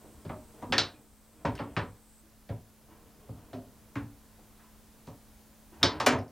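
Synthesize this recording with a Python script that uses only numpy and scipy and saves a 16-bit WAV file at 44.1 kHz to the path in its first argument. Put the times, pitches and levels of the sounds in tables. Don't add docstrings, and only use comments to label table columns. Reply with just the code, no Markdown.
import sys
import numpy as np
from scipy import signal
from scipy.fft import rfft, irfft, next_fast_len
from scipy.io import wavfile
from scipy.ndimage import uniform_filter1d

SR = 44100
rng = np.random.default_rng(int(sys.argv[2]) if len(sys.argv) > 2 else 0)


def field_ratio(decibels):
    return 10 ** (np.asarray(decibels, dtype=float) / 20)


def output_pcm(signal):
    pcm = np.clip(np.atleast_2d(signal).T, -1, 1) * 32767
    wavfile.write(sys.argv[1], SR, np.round(pcm).astype(np.int16))


N = 278271

# frequency in Hz, level in dB per Hz.
HISS_COLOUR = [(12, -32.5), (20, 2), (52, 1), (162, -6), (214, -15), (239, -12.5), (267, -6), (343, -12.5),
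               (429, -12), (1080, -17), (2550, -23.5), (10300, -23.5), (15600, -24.5),
               (15950, -27), (16080, -75)]
HISS_DB = -58.5
# frequency in Hz, level in dB.
HISS_WIDTH = [(25, -31), (60, -3), (200, -8), (800, -18.5), (2500, -13.5), (6000, -7), (10000, -3),
              (16000, 2.5)]
HUM_HZ, HUM_DB = 218, -64
LOW_HUM_HZ, LOW_HUM_DB = 53, -67
LENS_HZ, LENS_WIDTH_HZ, LENS_DB = 8240, 1500, -68
LENS_STOP_S, LENS_FADE_S = 2.2, 0.03
LENS_BRAKE_DB, LENS_BRAKE_S = 6.5, 0.2

# time in seconds, level in dB.
ROLL_CURVE = [(0, -56), (.45, -64.5), (.6, -55), (1, -57.5), (1.2, -82.5), (1.4, -56.5), (1.7, -49.5),
              (1.95, -61.5), (2.2, -92.5), (2.5, -68), (2.86, -71), (2.91, -62), (3.45, -57), (4.2, -67),
              (5.75, -72), (5.82, -48), (5.97, -36.5), (6.2, -72)]
# frequency in Hz, level in dB per Hz.
ROLL_COLOUR = [(41, -41), (70, 4.5), (107, -1.5), (187, -10), (220, -7.5), (524, -12.5), (871, -16),
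               (1030, -20), (3500, -31.5), (4550, -88), (7700, -120)]
# start in seconds, hold in seconds, level in dB.
SLIDES = [
    (.1, 0.48, -72),
    (1.146, 0.52, -73.5),
    (2.883, 0.088, -62.5),
    (3.36, 0.059, -64.5),
    (3.85, 0.72, -75),
    (4.584, 0.073, -65),
    (4.753, 1, -81),
    (5.71, 0.065, -61),
    (5.81, 0.091, -37),
    (6.26, .05, -61),
]
# frequency in Hz, level in dB per Hz.
SLIDE_COLOUR = [(400, -32), (900, 2), (1300, -4), (1900, -11.5), (2800, -15), (5000, -41)]
SLIDE_RISE_S, SLIDE_FADE_DB_PER_S = 0.03, 119

# frequency in Hz, level in dB, t60 in seconds.
CABINET = [(58.3, -11, 0.17), (76, -4.5, 0.061), (103.6, -1.5, 0.18), (165.3, -1, 0.058)]
PLAYFIELD = [(242, -7.5, 0.25), (285, -4.5, 0.16)]
BOARD = [(378.7, 0.5, 0.08), (448.4, -1.6, 0.074)]
END_WALLS = [(560, 0, 0.025), (736, 0, 0.02)]
SIDE_WALLS = [(930, -2.5, 0.016), (1090, -2, 0.014), (1280, -4.3, 0.016)]
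THUD_RISE_S = [0.0027, 0.0029, 0.0011, 0.0031, 0.006]
BOARD_DB = -3
# time in seconds, side walls in dB, then cabinet, playfield, end walls in dB over that.
THUDS = [(0.249, -49, 12.5, 1.5, -0.5), (0.297, -37, -15, -7, -3), (0.624, -43.5, -4.5, 0.5, 3.5),
         (0.697, -50.5, 11.5, 13.5, -6), (0.722, -25, -29, -12, -2), (0.78, -28, -10, -16.5, -2),
         (1.447, -30, 1, -2.5, 2.5), (1.593, -30.5, -9, -6, -4.5), (1.766, -25.5, -4.5, -10, -5),
         (2.493, -51, 16.5, 3, 14), (3.289, -55, 11.5, 7.5, 5.5), (3.357, -58.5, 6, -16.5, -7.5),
         (3.53, -48, 6.5, 2.5, 12), (3.956, -37.5, 2.5, -5, -6.5), (5.074, -50, 2, -5, 3.5),
         (5.819, -47.5, 10.5, 15.5, -10.5), (5.831, -22.5, -8.5, -7, -1.5), (6.001, -21, -17.5, -18, -4),
         (6.063, -18.5, -19, -5, 2), (6.126, -24, -3, -13, 1.5), (6.159, -69, 4, 7, -3)]
# time in seconds, side walls in dB.
NUDGES = [
    (0.039, -59.5),
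    (2.229, -76),
    (2.882, -64),
    (4.386, -66),
    (5.721, -64),
]
# Cabinet, playfield, end walls of a nudge, in dB over its side walls.
NUDGE_DBS = (-9, 0.5, 6)
# level in dB, frequency in Hz, t60 in seconds.
NUDGE_RING = (5.4, 329, 0.19)

# time in seconds, figure in dB, then ball, rod, contact tick in dB over that.
CLACKS = [(0.2514, -51, -9, -13, -20), (0.294, -39, -24, -27, -30), (0.622, -44.5, -19, -10, -19),
          (0.7234, -16, -9, -16, -31.5), (0.7816, -17, 0.5, -5.5, -29), (1.4523, -26.5, -16.5, -16.5, -32),
          (1.553, -43.5, -8, -5, -11), (1.5904, -31, -18.5, -28, -40), (1.7659, -20.5, -17, -21, -40),
          (2.4913, -42, -18, -25, -29.5), (3.29, -68, -1.5, -7.5, -10), (3.532, -46, -6.5, -10, -27.5),
          (3.9558, -31, -23, -17.5, -36), (4.5959, -54, -26.5, -19.5, -20), (5.071, -53.5, -4.5, 1, -17.5),
          (5.8299, -13.5, 2.5, -6, -23), (6.001, -22.5, -6, -6.5, -21), (6.0631, -15, -5.5, -1.5, -14.5),
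          (6.0664, -10.5, -14.5, -6, -15), (6.123, -23, -24, -13, -26)]
# frequency in Hz, level in dB over the part's peak level.
PARTS = [
    [(500, 1), (1100, 20.5), (1600, 25), (2200, 21.5)],
    [(2800, 26.5), (3400, 24)],
    [(4500, 26), (5200, 24.5)],
    [(6600, 19), (8200, 12)],
    [(11000, 21.5), (15000, 9), (20000, -8)],
]
SHELL_DB = -1
GAP_HZ, GAP_WIDTH_HZ, GAP_DB_PER_DB = 2663, 260, -3.5

# time in seconds, level in dB, frequency in Hz, t60 in seconds, room share in dB.
PINGS = [(0.622, -48, 968, 0.12, 8.5), (0.723, -23.5, 1810, 0.029, 6), (0.781, 1.5, 4040, 0.0048, -4.5),
         (0.783, -25, 3650, 0.011, 3), (0.938, -48, 282, 0.082, -1), (.943, -57.5, 2440, 0.02, 6),
         (.315, -36.5, 611, 0.11, -6.5), (1.77, -31.5, 282, 0.16, -13), (1.454, -16.5, 940, 0.041, -7.5),
         (1.553, -41.5, 5070, 0.017, -10), (1.553, -43.5, 9400, .008, -8), (1.579, -26, 2920, 0.0073, -9.5),
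         (1.872, -41.5, 496, 0.15, -10.5), (2.52, -45.5, 973, 0.14, -7.5), (3.96, -29, 285, 0.24, -9),
         (5.076, -54.5, 930, 0.1, 1), (5.83, -2.5, 3700, 0.0083, -5.5), (5.8303, -23.5, 5130, 0.022, 2),
         (6.066, -14, 2380, 0.026, -1), (6.066, -13, 736, 0.11, -13), (6.067, -23.5, 285, 0.17, -9),
         (6.188, -35.5, 5230, 0.0027, 3.5), (6.188, -38, 10000, .0015, -13), (6.280, -39, 5260, 0.0021, -2)]
# time in seconds, level in dB.
SNAPS = [
    (0.7811, -24.5),
    (5.829, -18),
]
SNAP_HZ, SNAP_T60_S, SNAP_ROOM_DB = 14500, 0.0014, -11.5

# frequency in Hz, t60 in seconds.
ROOM_DECAY = [(80, 0.29), (250, 0.33), (800, 0.3), (2000, 0.23), (4000, 0.21), (7000, 0.17), (12000, 0.082)]
THUD_ROOM_DB, CLACK_ROOM_DB = 4.5, 5.5
# frequency in Hz, level in dB.
TABLE_WIDTH = [(60, -20), (150, -28), (380, -24), (950, -29.5), (2380, -21.5), (5980, -12), (15000, -1.5)]
# frequency in Hz, level in dB.
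TREBLE_LEAN = [(3000, -68), (8000, -30), (14000, -28)]
DUCK_OVER_DB, DUCK_SHARE, DUCK_BACK_DB_PER_S = -29, 0.26, 3
# frequency in Hz, level in dB.
BAND_EDGE = [(16500, 0), (16950, -40)]


def evened(x):
    return x / np.sqrt(np.mean(x ** 2) + 1e-20)


def read(points, hz):
    f, value = np.transpose(points)
    return np.interp(np.log(hz + 1), np.log(f + 1), value)


def level(curve):
    return field_ratio(np.interp(np.arange(N) / SR, *np.transpose(curve)))


def coloured(x, points):
    count = x.shape[-1]
    size = next_fast_len(count)
    gain = field_ratio(read(points, np.fft.rfftfreq(size, 1 / SR)))
    return irfft(rfft(x, size) * gain, size)[..., :count]


def narrow(hz, width_hz):
    r = np.exp(-np.pi * width_hz / SR)
    noise = rng.standard_normal(N) + 1j * rng.standard_normal(N)
    slow = signal.lfilter([1], [1, -2 * r, r * r], noise)
    slow = slow / np.sqrt(np.mean(abs(slow) ** 2))
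    return slow * np.exp(2j * np.pi * hz * np.arange(N) / SR)


def hiss():
    middle, side = coloured(rng.standard_normal((2, N)), HISS_COLOUR)
    side = coloured(side, HISS_WIDTH)
    return field_ratio(HISS_DB) * evened(np.array([middle + side, middle - side]))


def hum():
    steady = 1.7 * np.exp(2j * np.pi * HUM_HZ * np.arange(N) / SR)
    phase = np.angle(steady + narrow(HUM_HZ, 12))
    tone = np.sqrt(2) * np.cos(phase)
    return field_ratio(HUM_DB) * tone + field_ratio(LOW_HUM_DB) * narrow(LOW_HUM_HZ, 6.6).real


def lens_motor():
    left_s = LENS_STOP_S - np.arange(N) / SR
    push_db = LENS_BRAKE_DB * np.clip(1 - left_s / LENS_BRAKE_S, 0, 1)
    gain = field_ratio(LENS_DB + push_db) * np.clip(left_s / LENS_FADE_S + 1, 0, 1)
    shared = narrow(LENS_HZ, LENS_WIDTH_HZ).real
    apart = narrow(LENS_HZ, LENS_WIDTH_HZ).real
    return gain * (shared + 0.53 * apart * [[1], [-1]])


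def camera():
    return hiss() + hum() + lens_motor()


def room(fill_s=0.0017):
    count = SR // 3
    hz, t, z = signal.stft(rng.standard_normal((2, count)), SR, nperseg=256)
    decay = field_ratio(-60 * t / read(ROOM_DECAY, hz)[:, None])
    tail = signal.istft(z * decay, SR, nperseg=256)[1][:, :count]
    tail *= np.clip(np.arange(count) / SR / fill_s, 0, 1)
    return tail / np.linalg.norm(tail[0])


def rubbing(gain, colour, bumps_per_s, lump_db=6.5):
    bumps = (rng.random(N) < bumps_per_s / SR) * rng.standard_normal(N)
    bumps *= field_ratio(lump_db * np.minimum(rng.exponential(1, N), 2))
    blurred = signal.fftconvolve(bumps[None], room(), axes=1)[:, :N]
    return gain * evened(coloured(blurred, colour))


def strokes():
    start_s, hold_s, db = np.transpose(SLIDES)
    t = np.arange(N)[:, None] / SR - start_s
    swell = np.clip(t / SLIDE_RISE_S, 0, 1)
    fade_db = SLIDE_FADE_DB_PER_S * np.maximum(t - hold_s, 0)
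    return (swell * field_ratio(db - fade_db)).max(1)


def rolling():
    ball = rubbing(level(ROLL_CURVE), ROLL_COLOUR, 1500)
    rods = rubbing(strokes(), SLIDE_COLOUR, 2500)
    return ball + rods


def ring(modes, rise_s, luck, first, spot_db=0.5, detune=0.035):
    hz, db, t60 = np.transpose(modes)
    t = np.arange(SR // 4)[:int(t60.max() * SR) + 99, None] / SR
    spot, shift = luck[:, :len(hz)]
    sense = (-1) ** (first + np.arange(len(hz)))
    envelope = sense * field_ratio(db + spot_db * spot - 60 * t / t60)
    x = (envelope * np.sin(2 * np.pi * hz * (1 + detune * shift) * t)).sum(1)
    x *= 1 - np.exp(-t[:, 0] / max(rise_s, 1e-5))
    return np.pad(x / abs(x).max(), (0, SR // 4 - len(x)))


def thud(dbs):
    bodies = (CABINET, PLAYFIELD, BOARD, END_WALLS, SIDE_WALLS)
    luck = rng.standard_normal((2, 4))
    firsts = np.cumsum([0] + [len(modes) for modes in bodies])
    return sum(field_ratio(db) * ring(modes, rise_s, luck, first)
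               for modes, rise_s, first, db in zip(bodies, THUD_RISE_S, firsts, dbs))


def ping(db, hz, t60, rise_turns=0.55):
    t = np.arange(SR // 4) / SR
    rise = 1 - np.exp(-t * hz / max(rise_turns, 0.01))
    return rise * field_ratio(db - 60 * t / t60) * np.sin(2 * np.pi * hz * t)


def clack(dbs, gap_db, size=2048):
    points = [(hz, db + over) for part, db in zip(PARTS, dbs) for hz, over in part]
    hz = abs(np.fft.fftfreq(size, 1 / SR))
    gap = gap_db * np.exp(-((hz - GAP_HZ) / GAP_WIDTH_HZ) ** 2)
    log_gain = np.log(field_ratio(read(points, hz) + gap))
    minimum_phase = np.exp(np.conj(signal.hilbert(log_gain)))
    return np.fft.ifft(minimum_phase).real[:size // 2]


def add(out, s, blow, room_db, scatter_s=0.0018, size=256):
    scatter = 0.19 * rng.standard_normal(size) * np.exp(-np.arange(size) / SR / scatter_s)
    scatter[0] = 1
    direct = signal.fftconvolve(blow, scatter / np.linalg.norm(scatter))
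    sound = field_ratio(room_db) * signal.fftconvolve(blow[None], room(), axes=1)
    sound[0, :len(direct)] += direct
    at = round(s * SR)
    out[:, at:at + sound.shape[1]] += sound


def blows():
    out = np.zeros((2, N + SR))
    rows = [(*row, False) for row in THUDS] + [(s, db, *NUDGE_DBS, True) for s, db in NUDGES]
    for s, wall, low, field, end, nudge in sorted(rows):
        board = (field + end) / 2 + BOARD_DB
        wood = thud((low, field, board, end, 0)) + nudge * ping(*NUDGE_RING)
        add(out, s, field_ratio(wall) * wood, THUD_ROOM_DB)
    for s, db, ball, rod, tick in CLACKS:
        gap_db = GAP_DB_PER_DB * max(ball, 0)
        shell = ball / 2 + SHELL_DB
        add(out, s, field_ratio(db) * clack((0, shell, ball, rod, tick), gap_db), CLACK_ROOM_DB)
    snaps = [(s, db, SNAP_HZ, SNAP_T60_S, SNAP_ROOM_DB) for s, db in SNAPS]
    for s, db, hz, t60, room_db in PINGS + snaps:
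        add(out, s, ping(db, hz, t60), room_db)
    return out[:, :N]


def scene():
    middle, scattered = blows() + rolling()
    lagging = signal.hilbert(middle, next_fast_len(N))[:N].imag
    side = coloured(1.13 * lagging + 0.09 * scattered, TABLE_WIDTH) + coloured(middle, TREBLE_LEAN)
    return np.array([middle - side, middle + side]) + camera()


def ducked(x, size=441):
    power = abs(uniform_filter1d((x ** 2).mean(0), size))
    power_db = 10 * np.log10(power + 1e-12)
    back_db = np.arange(N) * DUCK_BACK_DB_PER_S / SR
    held_db = np.maximum.accumulate(power_db + back_db) - back_db
    over_db = np.maximum(held_db - DUCK_OVER_DB, 0)
    return x / field_ratio(DUCK_SHARE * uniform_filter1d(over_db, size))


def low_pass(x):
    return signal.sosfilt(signal.butter(12, 16990, fs=SR, output="sos"), x)


def record(dry):
    mix = coloured(ducked(dry), BAND_EDGE)
    return low_pass(mix)


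dry = scene()
out = record(dry)
output_pcm(out)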